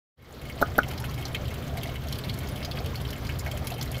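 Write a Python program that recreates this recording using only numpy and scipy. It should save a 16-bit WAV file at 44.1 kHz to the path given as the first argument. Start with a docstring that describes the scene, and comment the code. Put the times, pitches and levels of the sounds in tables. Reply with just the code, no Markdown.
"""A thin stream trickling into a steel water tub fades in at the start, over a low rumble and hum, probably a pump.
Drops splat as coloured noise puffs and ring tiny gliding sine bubbles; larger bubbles plop; noise makes the wash.
Then a young crocodile snaps at food: two sharp, hollow knocks of decaying modes, each led in by softer contacts.
The water and the rumble carry on to the end."""
import sys
import numpy as np
from scipy import signal
from scipy.fft import rfft, irfft, next_fast_len
from scipy.io import wavfile
from scipy.ndimage import map_coordinates

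SR = 44100
rng = np.random.default_rng(int(sys.argv[2]) if len(sys.argv) > 2 else 0)


def materialize(psi):
    """Save the field psi as 16-bit PCM at rate SR to the path in sys.argv[1].

    A 1-D psi becomes a single channel; in a 2-D psi each row is a channel.
    """
    bounded = np.clip(np.atleast_2d(psi).T, -1, 1)
    quanta = np.round(bounded * 32767).astype(np.int16)
    wavfile.write(sys.argv[1], SR, quanta)


N = 176400  # length in samples

ATTACK_S = 0.00059  # rise time constant of every noise puff
SPLAT_S, SPLAT_T60_S = 0.0034, 0.026  # how long a drop keeps breaking up, and its decay
FIZZ_SPREAD, FIZZ_T60_S = 0.17, 0.007  # log pitch spread and decay of the finest bubbles


def amp(db):
    """Decibels to gain."""
    return 10 ** (np.asarray(db) / 20)


def unit(x):
    """Scale to rms 1."""
    return x / np.sqrt(np.mean(x ** 2) + 1e-20)


def along(points, hz):
    """Interpolate (Hz, value) points on a log frequency axis."""
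    point_hz, values = np.transpose(points)
    return np.interp(np.log(hz + 1), np.log(point_hz + 1), values)


def filtered(x, response):
    """Multiply the spectrum of x by a response, given as a function of frequency."""
    size = next_fast_len(len(x) + 8192)
    spectrum = rfft(x, size) * response(np.fft.rfftfreq(size, 1 / SR))
    return irfft(spectrum, size)[:len(x)]


def noise(colour, size):
    """Coloured noise of rms 1."""
    return unit(filtered(rng.standard_normal(size), lambda hz: amp(along(colour, hz))))


def wobble(rate):
    """A smooth random curve with rate knots a second."""
    knots = rng.standard_normal(int(N * rate / SR) + 4)
    return map_coordinates(knots, [np.arange(N) * rate / SR])


def level(points):
    """Gain per sample from (seconds, dB) points."""
    return amp(np.interp(np.arange(N) / SR, *np.transpose(points)))


def add(track, s, sound):
    """Mix a sound into the track at s seconds."""
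    part = track[max(round(s * SR), 0):][:len(sound)]
    part += sound[:len(part)]


def event_time():
    """Time axis in seconds of one short event."""
    return np.arange(SR // 16) / SR


def burst(colour, hold, t60):
    """A grainy puff of noise, coloured a little differently each time: attack, hold, release."""
    grain_db, colour_scatter_db = 3.5, 3.5
    t = event_time()
    grain_levels = np.repeat(rng.standard_normal(len(t)), 10)[:len(t)]  # one level per 10 samples
    grains = rng.standard_normal(len(t)) * amp(grain_db * grain_levels)
    own_colour = [(hz, db + colour_scatter_db * rng.standard_normal()) for hz, db in colour]
    puff = unit(filtered(grains, lambda hz: amp(along(own_colour, hz))))
    attack = 1 - np.exp(-t / ATTACK_S)
    release = amp(-60 * np.maximum(t - hold, 0) / t60)
    return puff * attack * release


def bubbles(hz, spread, span, t60, count):
    """A cluster of decaying sines, peak 1, gliding up; the first has pitch hz, later ones are sparser and weaker."""
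    rise_per_s, fade_db = 4.5, 7  # pitch rise as a fraction per second; level drop across the cluster
    late = np.linspace(0, 1, count)[:, None] ** 2
    birth = span * late * rng.uniform(0.6, 1.4, (count, 1))
    age = np.maximum(event_time() - birth, 0)
    pitch = hz * np.exp(spread * np.r_[0, rng.uniform(-1.7, 1.7, count - 1)])[:, None]
    size = np.r_[1, rng.uniform(0.5, 1, count - 1)][:, None] * amp(-fade_db * late)
    cycles = pitch * age * (1 + rise_per_s * age / 2)
    onset = np.minimum(cycles, 1)  # each bubble swells over its first cycle
    decay = np.exp(-np.log(1000) * age / t60)
    cluster = (size * np.sin(2 * np.pi * cycles) * onset * decay).sum(0)
    return cluster / np.abs(cluster).max()


def tub(x, t60s):
    """Short reverberation between the tub's walls: decaying noise of unit energy after a 1/300 s gap."""
    hz, t, grid = signal.stft(rng.standard_normal(SR // 4), SR, nperseg=256)
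    decay = amp(-60 * t / along(t60s, hz)[:, None])
    tail = signal.istft(grid * decay, SR, nperseg=256)[1]
    delayed = np.pad(x, (SR // 300, 0))
    return signal.fftconvolve(delayed, tail / np.linalg.norm(tail))[:N]


def prickles():
    """Stray little clusters of bursting bubbles, each at its own pitch and moment."""
    rate, scatter_db = 135, 4  # clusters per second over all bands; level scatter
    # Each row: centre pitch in Hz, log pitch spread, typical peak in dB ahead of the tub.
    prickle_bands = [(3620, 0.36, -42.5), (6880, 0.23, -48.5), (12740, 0.152, -48)]
    out = np.zeros(N)
    for hz, spread, db in prickle_bands:
        count = int(rate * N / SR / len(prickle_bands))
        draws = np.clip(rng.standard_normal((count, 3)), -1.8, 1.8)
        for k, (when, size, pitch) in enumerate(draws):
            cluster = bubbles(hz * np.exp(spread * pitch), FIZZ_SPREAD, SPLAT_S, FIZZ_T60_S, count=2)
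            add(out, (k + when) * N / SR / count, amp(db + scatter_db * size) * cluster)
    return out


def drop(db, hz, spray_db):
    """One drop: a crackle of tiny bubbles, a splash and fine fizzing spray."""
    breakup_s = 0.01  # time over which its bubbles are born
    # Splash tone. Each row: frequency in Hz, relative level in dB.
    splash_colour = [(700, -9), (1600, -5), (2200, -32), (4500, 3.5), (7000, -3.5), (10000, 1), (16000, 4)]
    # Spray tone. Each row: frequency in Hz, relative level in dB.
    spray_colour = [(2000, -3.5), (5000, 8), (7000, 6.5), (9300, 2), (11800, 9.5), (16000, -5)]
    crackle = bubbles(hz, spread=0.21, span=breakup_s, t60=0.009, count=10)
    fizz = bubbles(12740, FIZZ_SPREAD, breakup_s, FIZZ_T60_S, count=5)
    body = amp(-0.5) * crackle + amp(-19) * burst(splash_colour, SPLAT_S, SPLAT_T60_S)
    spray = amp(1.7) * burst(spray_colour, SPLAT_S, SPLAT_T60_S) + amp(7.5) * fizz
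    return amp(db) * body + amp(spray_db) * spray


def plop(db, hz):
    """A few larger bubbles, rising in pitch as they die."""
    return amp(db) * bubbles(hz, spread=0.07, span=0.022, t60=0.042, count=3)


def trickle():
    """Clear drops and plops among many small random ones, coloured by the tub's resonances and walls."""
    # The clearest drops. Each row: start in seconds, body level in dB, bubble pitch in Hz, spray level in dB;
    # drop() trims its layers from these levels.
    clear_drops = [(0.4544, -36.5, 2260, -60), (0.4972, -30.5, 2290, -49), (0.7553, -32, 2500, -67),
                   (0.8323, -25.5, 2600, -56), (0.885, -60, 3390, -44.5), (0.9123, -31.5, 2130, -46.5),
                   (0.9777, -35.5, 4620, -49.5), (1.0, -59, 3100, -45.5), (1.04, -29, 1370, -60),
                   (1.043, -29.5, 2560, -47), (1.141, -38, 3860, -49), (1.1781, -33.5, 2300, -57),
                   (1.2113, -42, 3100, -50), (1.225, -34, 3070, -58), (1.253, -26.5, 4270, -51),
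                   (1.3468, -23, 2490, -43), (1.482, -34.5, 3110, -54), (1.5412, -36, 3180, -47),
                   (1.7724, -31, 2340, -45.5), (1.8321, -31.5, 3200, -39), (1.8569, -31, 2040, -58),
                   (1.95, -58, 2980, -56), (1.957, -31, 2760, -53), (2.0847, -34.5, 4160, -46.5),
                   (2.1251, -26, 4110, -42.5), (2.156, -33, 3330, -58.5), (2.186, -32.5, 3340, -44.5),
                   (2.2379, -29, 3840, -68), (2.295, -26, 3240, -50), (2.3393, -36, 5480, -46.5),
                   (2.388, -60, 3070, -43), (2.4725, -35.5, 4900, -64), (2.486, -48, 3000, -47),
                   (2.5588, -35.5, 3030, -47.5), (2.578, -42, 3000, -54), (2.619, -34, 2270, -67),
                   (2.628, -31.5, 3800, -63), (2.6482, -26, 4840, -49), (2.7128, -26.5, 3550, -49),
                   (2.773, -28, 2350, -63), (2.779, -34.5, 1200, -70), (2.787, -33.5, 4530, -67),
                   (2.8, -43, 5500, -62), (2.8604, -34, 3260, -48), (2.9557, -30, 3370, -45),
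                   (3.014, -58, 1820, -48.5), (3.052, -32, 3040, -65), (3.1052, -31.5, 4880, -45),
                   (3.1308, -30, 2250, -46), (3.269, -32.5, 4900, -56), (3.2919, -28, 2260, -50),
                   (3.388, -50, 3900, -42), (3.3946, -28, 5200, -49), (3.4626, -28, 2400, -49),
                   (3.476, -34.5, 1500, -58), (3.5135, -33, 3100, -41.5), (3.5731, -36, 1970, -44),
                   (3.6435, -44, 2200, -50), (3.6706, -31.5, 3820, -36.5), (3.7027, -31.5, 2520, -44),
                   (3.718, -32, 3380, -51), (3.74, -35, 4100, -49.5), (3.8118, -25, 4340, -50),
                   (3.826, -32, 4100, -40), (3.856, -51, 3800, -47), (3.916, -48, 2130, -43),
                   (3.9446, -31.5, 2480, -52), (3.966, -34.5, 4200, -59), (3.9792, -41, 1800, -46)]
    # Deeper bubbles. Each row: start in seconds, level in dB ahead of the plop trim, pitch in Hz.
    clear_plops = [(1.396, -30, 560), (1.695, -33, 700), (1.724, -30, 614), (1.752, -30, 704),
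                   (1.778, -29, 654), (1.852, -30, 666), (1.887, -32, 680), (2.058, -30.5, 670),
                   (2.2, -31.5, 397), (2.555, -32.5, 684), (2.803, -29.5, 700), (2.868, -30.5, 430),
                   (3.468, -25.5, 668), (3.535, -28.5, 594), (3.717, -25, 690), (3.97, -29.5, 530)]
    # How the small deep bubbles come and go. Each row: time in seconds, level offset in dB.
    gurgle_swell = [(.2, 2), (.6, 2), (1.05, 2), (1.6, -1.5), (1.78, 0.5), (1.95, -8), (2.3, -1.5),
                    (2.8, 4.5), (3.3, -7.5), (3.5, 1.5), (4, 1.5)]
    # Resonances of the tub. Each row: centre in Hz, width in Hz, level in dB relative to the direct sound.
    tub_rings = [(2200, 55, 1.5), (3105, 114, 1.5), (4190, 280, -8.5)]
    # Decay between the walls. Each row: frequency in Hz, t60 in seconds.
    wall_t60 = [(300, 0.082), (3000, 0.065), (14000, 0.039)]
    plop_trim_db, tub_db = -4.5, -6.5
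    drip_rate, drip_db, drip_spray_db, drip_scatter_db, drip_hz = 30, -41, -56.5, 2.6, 2800  # rate per second
    gurgle_rate, gurgle_db, gurgle_hz, gurgle_spread = 40, -42.5, 614.5, 0.2  # rate per second, log spread

    out = prickles()
    for s, db, hz, spray_db in clear_drops:
        add(out, s, drop(db, hz, spray_db))
    for s, db, hz in clear_plops:
        add(out, s, plop(db + plop_trim_db, hz))

    # the small drops between
    drips = rng.uniform(-1.7, 1.7, (int(drip_rate * N / SR), 4))
    for k, (when, size, pitch, spray) in enumerate(drips):
        body_db = drip_db + drip_scatter_db * size
        spray_db = drip_spray_db + drip_scatter_db * spray
        add(out, (k + when) / drip_rate, drop(body_db, drip_hz * np.exp(0.3 * pitch), spray_db))

    # small deep bubbles
    gurgles = rng.standard_normal((int(gurgle_rate * N / SR), 3))
    for k, (when, size, pitch) in enumerate(gurgles):
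        s = (k + when) / gurgle_rate
        db = gurgle_db + np.interp(s, *np.transpose(gurgle_swell)) + 1.5 * size
        add(out, s, plop(db, gurgle_hz * np.exp(gurgle_spread * pitch)))

    def ringing(f):
        """Direct sound plus a bandpass resonance for each ring."""
        return 1 + sum(amp(db) * 1j * f * width / (centre * centre - f * f + 1j * f * width)
                       for centre, width, db in tub_rings)

    out = filtered(out, ringing)
    return out + amp(tub_db) * tub(out, wall_t60)


def churn():
    """The soft wash where the stream meets the water: coloured noise with a quickly wavering level."""
    # Tone of the churning water. Each row: frequency in Hz, relative level in dB.
    wash_colour = [(120, -5), (200, -2), (340, -5.5), (620, -8.5), (870, -14.5), (1200, -13), (2000, -18),
                   (2800, -22), (3100, -18.5), (3400, -21), (4800, -26), (7000, -33.5), (9300, -43),
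                   (12000, -35), (15500, -31)]
    return noise(wash_colour, N) * amp(-41 + 1.23 * wobble(24.95))


def background():
    """A low rumble of wavering noise and a hum of sines with unsteady phase, probably a pump."""
    # Tone of the rumble. Each row: frequency in Hz, relative level in dB.
    rumble_colour = [(15, -45), (27, -38), (37, -6.5), (48, -7), (62, 4.5), (85, 5), (100, -0.5),
                     (130, -0.5), (165, -8), (260, -10.5), (400, -48.5)]
    # Hum partials. Each row: frequency in Hz, rms level in dB ahead of the fade.
    hum_partials = [(66, -46.5), (120, -42.5), (139, -43), (278, -54.5), (393, -56)]
    t = np.arange(N) / SR
    rumble = noise(rumble_colour, N) * amp(-36 + 0.73 * wobble(6.35))
    hum = sum(np.sqrt(2) * amp(db) * np.sin(2 * np.pi * hz * t + 0.84 * wobble(16))
              for hz, db in hum_partials)
    return rumble + hum


def knocks():
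    """Decaying modes struck by each contact: soft ones ring only the low modes, hard ones the hollow ones too."""
    # Contacts of both knocks. Each row: start in seconds, level in dB, hardness as a lowpass cutoff in Hz.
    contacts = [(0.6135, -11, 900), (.6148, -11, 830), (.6178, -5.5, 724), (0.6216, -6.5, 970),
                (0.6255, 0.5, 1380), (.781, -3.5, 760), (0.784, -1.5, 1030), (0.788, -0.2, 1890),
                (0.8037, -23, 1800)]
    # What the knocks ring with. Each row: pitch in Hz, level in dB, t60 in seconds,
    # build-up time constant in seconds.
    modes = [(275, -20.5, 0.025, 0.0037), (426, -21.5, 0.043, 0.0018), (608, -17.5, 0.019, 0.00054),
             (687, -19.5, 0.028, 0.00088), (840, 0, 0.0041, 0.00021), (1252, -14.5, 0.053, 0.0033),
             (1364, 3.5, 0.011, 0.0024), (1442, -1, 0.021, 0.0015), (1486, -20, 0.035, .005),
             (1610, -12.5, 0.031, 0.0026), (1880, -26, 0.016, 0.0012)]
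    # Wet scrapes of the knocks. Each row: start in seconds, level in dB, length in seconds ahead of the decay.
    scrapes = [(0.605, -34.5, .002), (0.613, -27, 0.0087), (0.625, -34, .003), (0.7802, -22.5, 0.0015),
               (0.787, -27, 0.0023)]
    # Tone of the scrapes. Each row: frequency in Hz, relative level in dB.
    scrape_colour = [(1500, 6), (2700, -7), (4000, 1.5), (6000, -7.5), (8500, -14.5), (12500, 0),
                     (16000, -1.5)]
    # Ringing of the tub after a knock. Each row: frequency in Hz, t60 in seconds.
    knock_t60 = [(300, 0.12), (900, 0.097), (1400, 0.12), (2200, .08), (14000, 0.051)]
    out, t = np.zeros(N), event_time()
    ring = sum(amp(db - 60 * t / t60) * (1 - np.exp(-t / rise)) * np.sin(2 * np.pi * hz * t)
               for hz, db, t60, rise in modes)
    for s, db, hard_hz in contacts:
        soften = signal.butter(6, hard_hz, fs=SR, output="sos")
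        add(out, s, amp(db) * signal.sosfilt(soften, ring))
    for s, db, length in scrapes:
        add(out, s, amp(db) * burst(scrape_colour, length, t60=0.019))
    return out + amp(-18.5) * tub(out, knock_t60)


def scene():
    """Water and rumble fade in, and the knocks stand out over them."""
    # Fade-in of the water. Each row: time in seconds, gain in dB.
    water_fade = [(.15, -90), (.175, -26), (.23, -12.5), (.32, -7.5), (.44, -2), (.7, -0.5), (1., 0.75)]
    # Fade-in of rumble and hum. Each row: time in seconds, gain in dB.
    rumble_fade = [(.15, -90), (.185, -23), (.3, -19), (.44, -4.5), (.7, -2), (1., -1), (1.5, 0), (1.76, 2),
                   (1.95, 0), (4, 0)]
    water = level(water_fade) * (trickle() + churn())
    low_end = level(rumble_fade) * background()
    return (water + low_end + knocks())[None]


def record(dry):
    """Limit the band: a 400 Hz wide slope centred on 15.6 kHz, nothing kept above it."""
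    top_hz = 15600
    return filtered(dry[0], lambda hz: np.clip((top_hz - hz) / 400 + 0.5, 0, 1))[None]


dry = scene()
out = record(dry)
materialize(out)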